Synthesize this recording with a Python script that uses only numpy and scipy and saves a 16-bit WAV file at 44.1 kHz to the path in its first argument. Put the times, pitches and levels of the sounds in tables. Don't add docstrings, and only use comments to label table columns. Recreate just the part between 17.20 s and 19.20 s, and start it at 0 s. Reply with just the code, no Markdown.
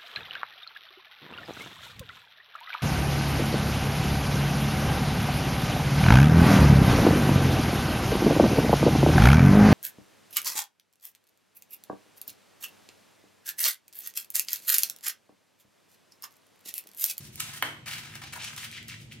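import sys
import numpy as np
from scipy import signal
from scipy.fft import rfft, irfft
from scipy.io import wavfile
from scipy.ndimage import uniform_filter1d, map_coordinates

SR = 44100
rng = np.random.default_rng(int(sys.argv[2]) if len(sys.argv) > 2 else 0)


def int16_out(signal):
    q = np.round(np.clip(np.atleast_2d(signal).T, -1, 1) * 32767)
    wavfile.write(sys.argv[1], SR, q.astype(np.int16))


def volts_from_db(level):
    exponent = np.asarray(level, float) / 20
    return 10 ** exponent


N = 88200

# (start [s], length [s], level [dB], sheet resonance [Hz], treble [dB])
FLICKS = [(0.0, 0.08, -59.5, 2900, 4.5), (0.121, 0.068, -70.5, 3200, 11), (0.174, 0.017, -49.5, 3360, -14),
          (0.196, 0.0057, -36.5, 2880, 3), (0.21, 0.13, -49, 2220, -4), (0.33, 0.051, -51.5, 2020, 3),
          (0.657, 0.025, -41, 2080, -5), (0.824, 0.07, -52.5, 2450, -9.5),
          (1.015, 0.024, -45.5, 2110, -9.5), (1.122, 0.04, -47, 1620, -3), (1.157, 0.022, -51, 1080, -2),
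          (1.324, 0.046, -59.5, 1840, 1), (1.363, 0.0049, -54, 2400, -5), (1.3754, 0.0079, -41, 3000, -4.5),
          (1.516, 0.015, -53, 3000, -5), (1.683, 0.013, -46, 3060, -14), (1.711, 0.034, -48, 2200, -28),
          (0.413, .008, -47, 2400, -16), (.44, .03, -45.5, 3000, -10), (1.924, 0.0046, -54.5, 2420, -1)]
# (start [s], rise [s], level [dB], sheet resonance [Hz], treble [dB])
RUBS = [(0.679, 0.053, -36, 2270, -5), (.74, 0.048, -45.5, 2180, -2.5), (.87, 0.094, -46.5, 1900, -6.5),
        (1.01, 0.073, -48, 2620, -11.5), (1.181, 0.024, -39, 2570, -20), (1.205, 0.038, -44.5, 3000, -10),
        (1.205, 0.045, -45, 5400, -24), (1.25, 0.024, -53.5, 5300, -23), (1.248, 0.026, -41, 2470, -17),
        (1.28, 0.017, -56, 1620, -26), (1.388, 0.052, -41.5, 2280, -2), (1.525, 0.016, -45, 2600, -28),
        (1.55, 0.026, -45, 2280, -16.5), (1.671, 0.013, -53, 2500, -2), (1.76, 0.061, -62.5, 2500, 2),
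        (1.89, 0.034, -52.5, 2500, -10.5)]
# (time [s], peak level [dB], pitch [Hz], sheet thud [dB])
CREASES = [(0.034, -46, 8200, -13), (0.0498, -39, 7200, -8), (0.0735, -39, 7250, -8),
           (0.127, -46, 8370, -10), (.1365, -49, 7990, -14), (0.1571, -24.5, 10400, -55),
           (0.2015, -24, 6060, -3), (0.2036, -12.5, 12800, -12), (0.2039, -19.5, 8300, -8),
           (0.2058, -18, 9000, -10.5), (.278, -33, 8000, -6), (0.3345, -36, 5950, -4),
           (.3385, -34, 9000, -10), (.347, -36, 7000, -3), (0.371, -33, 8350, -16), (0.424, -19, 6500, -32),
           (0.4263, -15, 8000, -27), (0.684, -28, 10000, -6), (0.71, -31, 9000, -10),
           (0.7402, -38, 7500, -10), (0.7800, -32, 11000, -2), (0.856, -38, 9000, -8),
           (0.9548, -25, 8500, -23), (0.9552, -25, 9100, -22), (1.0214, -48, 5800, -20),
           (1.13, -33, 4830, -11), (1.1564, -28, 5100, -16), (1.16, -36, 5000, -12),
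           (1.2465, -22, 12000, -20), (1.2485, -26, 6000, -14), (1.3637, -25, 9000, -20),
           (1.3777, -25.5, 5250, -23), (1.4452, -42, 5000, -5), (1.5142, -26, 5460, -15),
           (1.527, -38, 4500, 7), (1.628, -32.5, 6300, -19), (1.6428, -51, 6000, -11),
           (1.653, -48, 5000, -6), (1.6827, -25, 8900, -23), (1.684, -40, 9500, -20),
           (1.689, -32, 4840, -7), (1.8010, -38, 7600, -3), (1.9217, -33, 6000, -6),
           (1.923, -42, 8000, -18)]
# (frequency [Hz], level [dB], t60 [s])
SNAP_MODES = [(1080, -11, 0.01), (1850, -6, 0.0092), (2170, -7.5, 0.011), (3000, -2, 0.0082),
              (3840, -7, 0.0055), (8380, -6, 0.0022), (11100, -8, 0.0013)]
# (time [s], peak level [dB], pitch [Hz], ring t60 [s])
PANEL_POPS = [(.347, -36.5, 1690, 0.0065), (0.4261, -41.5, 299, 0.023), (0.4267, -18.5, 2600, 0.0022),
              (.4320, -34, 1530, .005), (0.4339, -28, 1420, 0.0029), (0.4364, -30, 1910, 0.0092),
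              (.4445, -30, 1700, 0.0049), (0.667, -33, 2300, .008), (0.6781, -35.5, 1770, .012),
              (0.713, -28, 2730, 0.005), (0.7224, -35, 1400, 0.0067), (.722, -31, 2140, .012),
              (.733, -41, 2250, 0.013), (.7525, -36, 2080, .01), (0.7649, -37, 1630, 0.0089),
              (.77, -34, 2400, 0.011), (.9393, -35, 2250, 0.0023), (.9455, -46, 2230, 0.0053),
              (1.0203, -46, 2090, 0.0068), (1.131, -39.5, 915, 0.0089), (1.145, -44, 1530, 0.0067),
              (1.1603, -36.5, 966, 0.025), (1.172, -35, 1580, .008), (1.178, -38, 960, 0.013),
              (1.2138, -33, 2750, .01), (1.2486, -32, 2400, 0.0098), (1.2579, -37, 3100, .008),
              (1.2800, -32, 3000, 0.008), (1.305, -36, 1610, 0.0089), (1.3325, -35.5, 1700, .003),
              (1.3773, -42.5, 1010, 0.0039), (1.4321, -30.5, 2050, 0.0047), (1.4455, -29, 3000, 0.0026),
              (1.4522, -35, 2650, 0.0081), (1.5088, -38, 2400, 0.0052), (1.528, -32.5, 3000, 0.0026),
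              (1.5493, -34, 2490, .008), (1.5780, -37.5, 2060, 0.014), (1.5825, -35, 2160, 0.021),
              (1.6020, -41, 2600, 0.0092), (1.629, -39, 3000, .003), (1.6985, -31, 2680, .006),
              (1.7093, -31, 2250, 0.0044), (1.7275, -36.5, 2330, .008), (1.7405, -36.5, 1950, 0.0096),
              (1.9140, -40, 2350, 0.0058), (1.9215, -39.5, 1980, 0.01), (1.9219, -34.5, 2600, 0.0078)]
# (time [s], lead of left [samples], left minus right [dB])
HAND_PLACE = [
    (0, 1.9, 2),
    (.2, 3.68, 0),
    (.6, 2.4, 1),
    (1.0, 1.63, 1.5),
    (1.6, 1.1, 2),
    (1.9, 1.9, 1),
]
# (frequency [Hz], t60 [s], level [dB])
ROOM_BANDS = [(330, 0.51, 13), (770, 0.83, -37), (1375, 0.4, 1.5), (2890, 0.5, -1.5), (6160, 0.39, -0.5),
              (10200, 0.37, -2)]
# (frequency [Hz], level [dB])
HUM_TONES = [(90, -62.5), (113, -57), (146, -60.5), (228, -63.5)]
# (frequency [Hz], density [dB per Hz])
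RUMBLE_SPECTRUM = [(15, -63), (25, -31), (139, -0.5), (159, -4), (184, -10.5), (226, -9), (252, -16),
                   (358, -15.5), (450, -39.5), (580, -37), (990, -120)]
# (frequency [Hz], density [dB per Hz])
HISS_SPECTRUM = [(240, -11), (400, 5.5), (1040, -6), (1330, -7.5), (2550, 0.5), (5690, -12), (8110, -10.5),
                 (16000, -65)]

SHEET_CUT_HZ = 576
PRESSED_S, PRESSED_CUT_HZ = 1.48, 1360


def level(x, db):
    return x * volts_from_db(db) / np.sqrt(np.mean(x ** 2) + 1e-30)


def band(x, hz, width):
    hz = min(hz, 0.42 * SR)
    return signal.lfilter(*signal.iirpeak(hz, max(hz / width, 0.6), fs=SR), x)


def high(x, hz):
    return signal.sosfilt(signal.butter(3, hz, "high", fs=SR, output="sos"), x)


def walk(rate, size):
    hold = int(SR / rate)
    steps = np.repeat(rng.standard_normal(size // hold + 1), hold)
    return 1.3 * uniform_filter1d(uniform_filter1d(steps, hold), hold)[:size]


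def click_swarm():
    clicks_per_s, scatter_db, flutter_db = 7000, 3, 2.36
    biggest = 3.5
    happens = rng.random((2, N)) < clicks_per_s / SR
    strength = rng.standard_normal((2, N)) * volts_from_db(scatter_db * rng.exponential(size=(2, N)))
    clicks = np.clip(level(happens * strength, 0), -biggest, biggest)
    return clicks * volts_from_db(flutter_db * walk(120, N))


def sheet_ring(clicks, hz, q, lower_db, treble_db):
    def mode(f):
        return band(band(clicks, f, f / q), f, 2 * f / q)

    upper = volts_from_db(-7.5 + treble_db / 2) * mode(hz * 1.645)
    lower = volts_from_db(lower_db) * mode(hz * 0.49)
    return mode(hz) + upper + lower


def strokes():
    out = np.zeros((2, N))
    clicks = click_swarm()
    mid, side = level(band(clicks, 7550, 10600), 0)
    treble = mid + volts_from_db(-1) * side * np.array([[1], [-1]])
    # start, attack, length, release [s], Q, lower mode [dB], then level, resonance and treble
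    flicks = [(s, 0.004, length, 0.0098, 0.45, -3.5, *rest) for s, length, *rest in FLICKS]
    rubs = [(s, rise, rise, 0.021, 1.15, -11, *rest) for s, rise, *rest in RUBS]
    for start, attack, length, release, q, lower_db, db, hz, treble_db in flicks + rubs:
        i = max(int(start * SR), 0)
        part = slice(i, i + int((length + 7 * release) * SR))
        t = np.arange(len(mid[part])) / SR
        sheet = sheet_ring(clicks[0, part], hz, q, lower_db, treble_db)
        sheet = high(sheet, PRESSED_CUT_HZ if start > PRESSED_S else SHEET_CUT_HZ)
        rise = np.clip(t / attack, 0, 1)
        fall = np.exp(-np.clip(t - length, 0, None) / release)
        rustle = level(sheet, 0) + volts_from_db(treble_db) * treble[:, part]
        out[:, part] += rise * fall * volts_from_db(db) * rustle
    return high(out, SHEET_CUT_HZ)


def creases():
    size, burst_s, q, thud_hz, wide_db = 512, 0.00036, 0.81, 2600, -3
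    out = np.zeros(N + size)
    t = np.arange(size) / SR
    for s, db, hz, thud_db in CREASES:
        burst = rng.standard_normal(size) * t / burst_s * np.exp(-t / burst_s)
        tick = band(burst, hz, hz / q) + volts_from_db(wide_db) * np.diff(burst, prepend=0)
        thud = band(band(burst, thud_hz, thud_hz / q), thud_hz, thud_hz)
        i = int(s * SR)
        out[i:i + size] += volts_from_db(db) * (tick / abs(tick).max() + volts_from_db(thud_db) * thud / abs(thud).max())
    return high(out[:N], PRESSED_CUT_HZ)


def snap():
    snap_s, push_s, cut_hz = 0.4253, 0.00009, 900
    echo_s, echo_db = 0.0018, -39
    since = np.arange(N) / SR - snap_s
    t = np.clip(since + 2 * push_s, 0, None)
    modes = sum(volts_from_db(db) * np.sin(2 * np.pi * hz * t) * volts_from_db(-60 * t / t60) for hz, db, t60 in SNAP_MODES)
    push = np.exp(-(since / push_s) ** 2)
    x = high(high(modes / 2 + push, cut_hz), cut_hz / 2)
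    x = x + volts_from_db(echo_db) * np.roll(x, int(echo_s * SR))
    return x / abs(x).max() * volts_from_db(-7 + np.array([[-0.75], [0.75]]))


def panel_pops():
    size, rise_cycles = 1024, 0.8
    out = np.zeros(N + size)
    t = np.arange(size) / SR
    for s, db, hz, t60 in PANEL_POPS:
        rise = 1 - np.exp(-(t * hz / rise_cycles) ** 2)
        ring = np.sin(2 * np.pi * hz * t) * rise * volts_from_db(-60 * t / t60)
        ring = high(ring, 0.6 * hz)
        i = int(s * SR)
        out[i:i + size] += volts_from_db(db) * ring / abs(ring).max()
    return out[:N]


def room(x):
    gap_s = 0.00054
    t = np.arange(int(0.7 * SR)) / SR
    onset = np.clip(t / gap_s - 1, 0, 1)
    tail = 0
    for hz, t60, db in ROOM_BANDS:
        mid, side = (band(band(rng.standard_normal(len(t)), hz, hz), hz, hz) for _ in range(2))
        pair = mid + min(hz / 1340, 1) * side * np.array([[1], [-1]])
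        tail = tail + volts_from_db(db) * pair * volts_from_db(-60 * t / t60) * onset
    tail = tail / np.sqrt((tail ** 2).sum() / 2)
    return volts_from_db(-3) * signal.fftconvolve(x[None], tail, axes=1)[:, :N]


def coloured(points, side_db):
    f = np.arange(1, N // 2 + 2) * SR / N
    hz, db = np.transpose(points)
    gain = volts_from_db(np.interp(np.log(f), np.log(hz), db, left=-80, right=-80))
    mid, side = irfft(rfft(rng.standard_normal((2, N))) * gain, N)
    return np.array([mid + volts_from_db(side_db) * side, mid - volts_from_db(side_db) * side])


def hum():
    t = np.arange(N) / SR
    tones = 0
    for hz, db in HUM_TONES:
        loudness = volts_from_db(db + walk(7.5, N))
        tones = tones + loudness * np.sin(2 * np.pi * hz * t + walk(4.01, N))
    rumble = level(coloured(RUMBLE_SPECTRUM, -12.5), -52) * volts_from_db(1.4 * walk(4.95, N))
    hiss = level(coloured(HISS_SPECTRUM, -2), -60.5)
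    return rumble + tones + hiss


def scene():
    n = np.arange(N)
    place_s, lead, pan = np.transpose(HAND_PLACE)
    pan_db = np.interp(n / SR, place_s, pan)
    ticks = creases()
    paper = strokes() + ticks + panel_pops()
    dry = paper * volts_from_db(np.array([pan_db, -pan_db]) / 2) + snap()
    right = map_coordinates(dry[1], [n - np.interp(n / SR, place_s, lead)], mode="nearest")
    to_room = dry.mean(axis=0) - (1 - volts_from_db(-2)) * ticks
    return np.array([dry[0], right]) + room(to_room) + hum()


def roll_off(x):
    return signal.sosfilt(signal.butter(12, 16720, fs=SR, output="sos"), x)


def record(dry):
    top_cut = signal.ellip(6, 0.5, 30, 15700, fs=SR, output="sos")
    mix = signal.sosfilt(top_cut, dry)
    return roll_off(mix)


dry = scene()
out = record(dry)
int16_out(out)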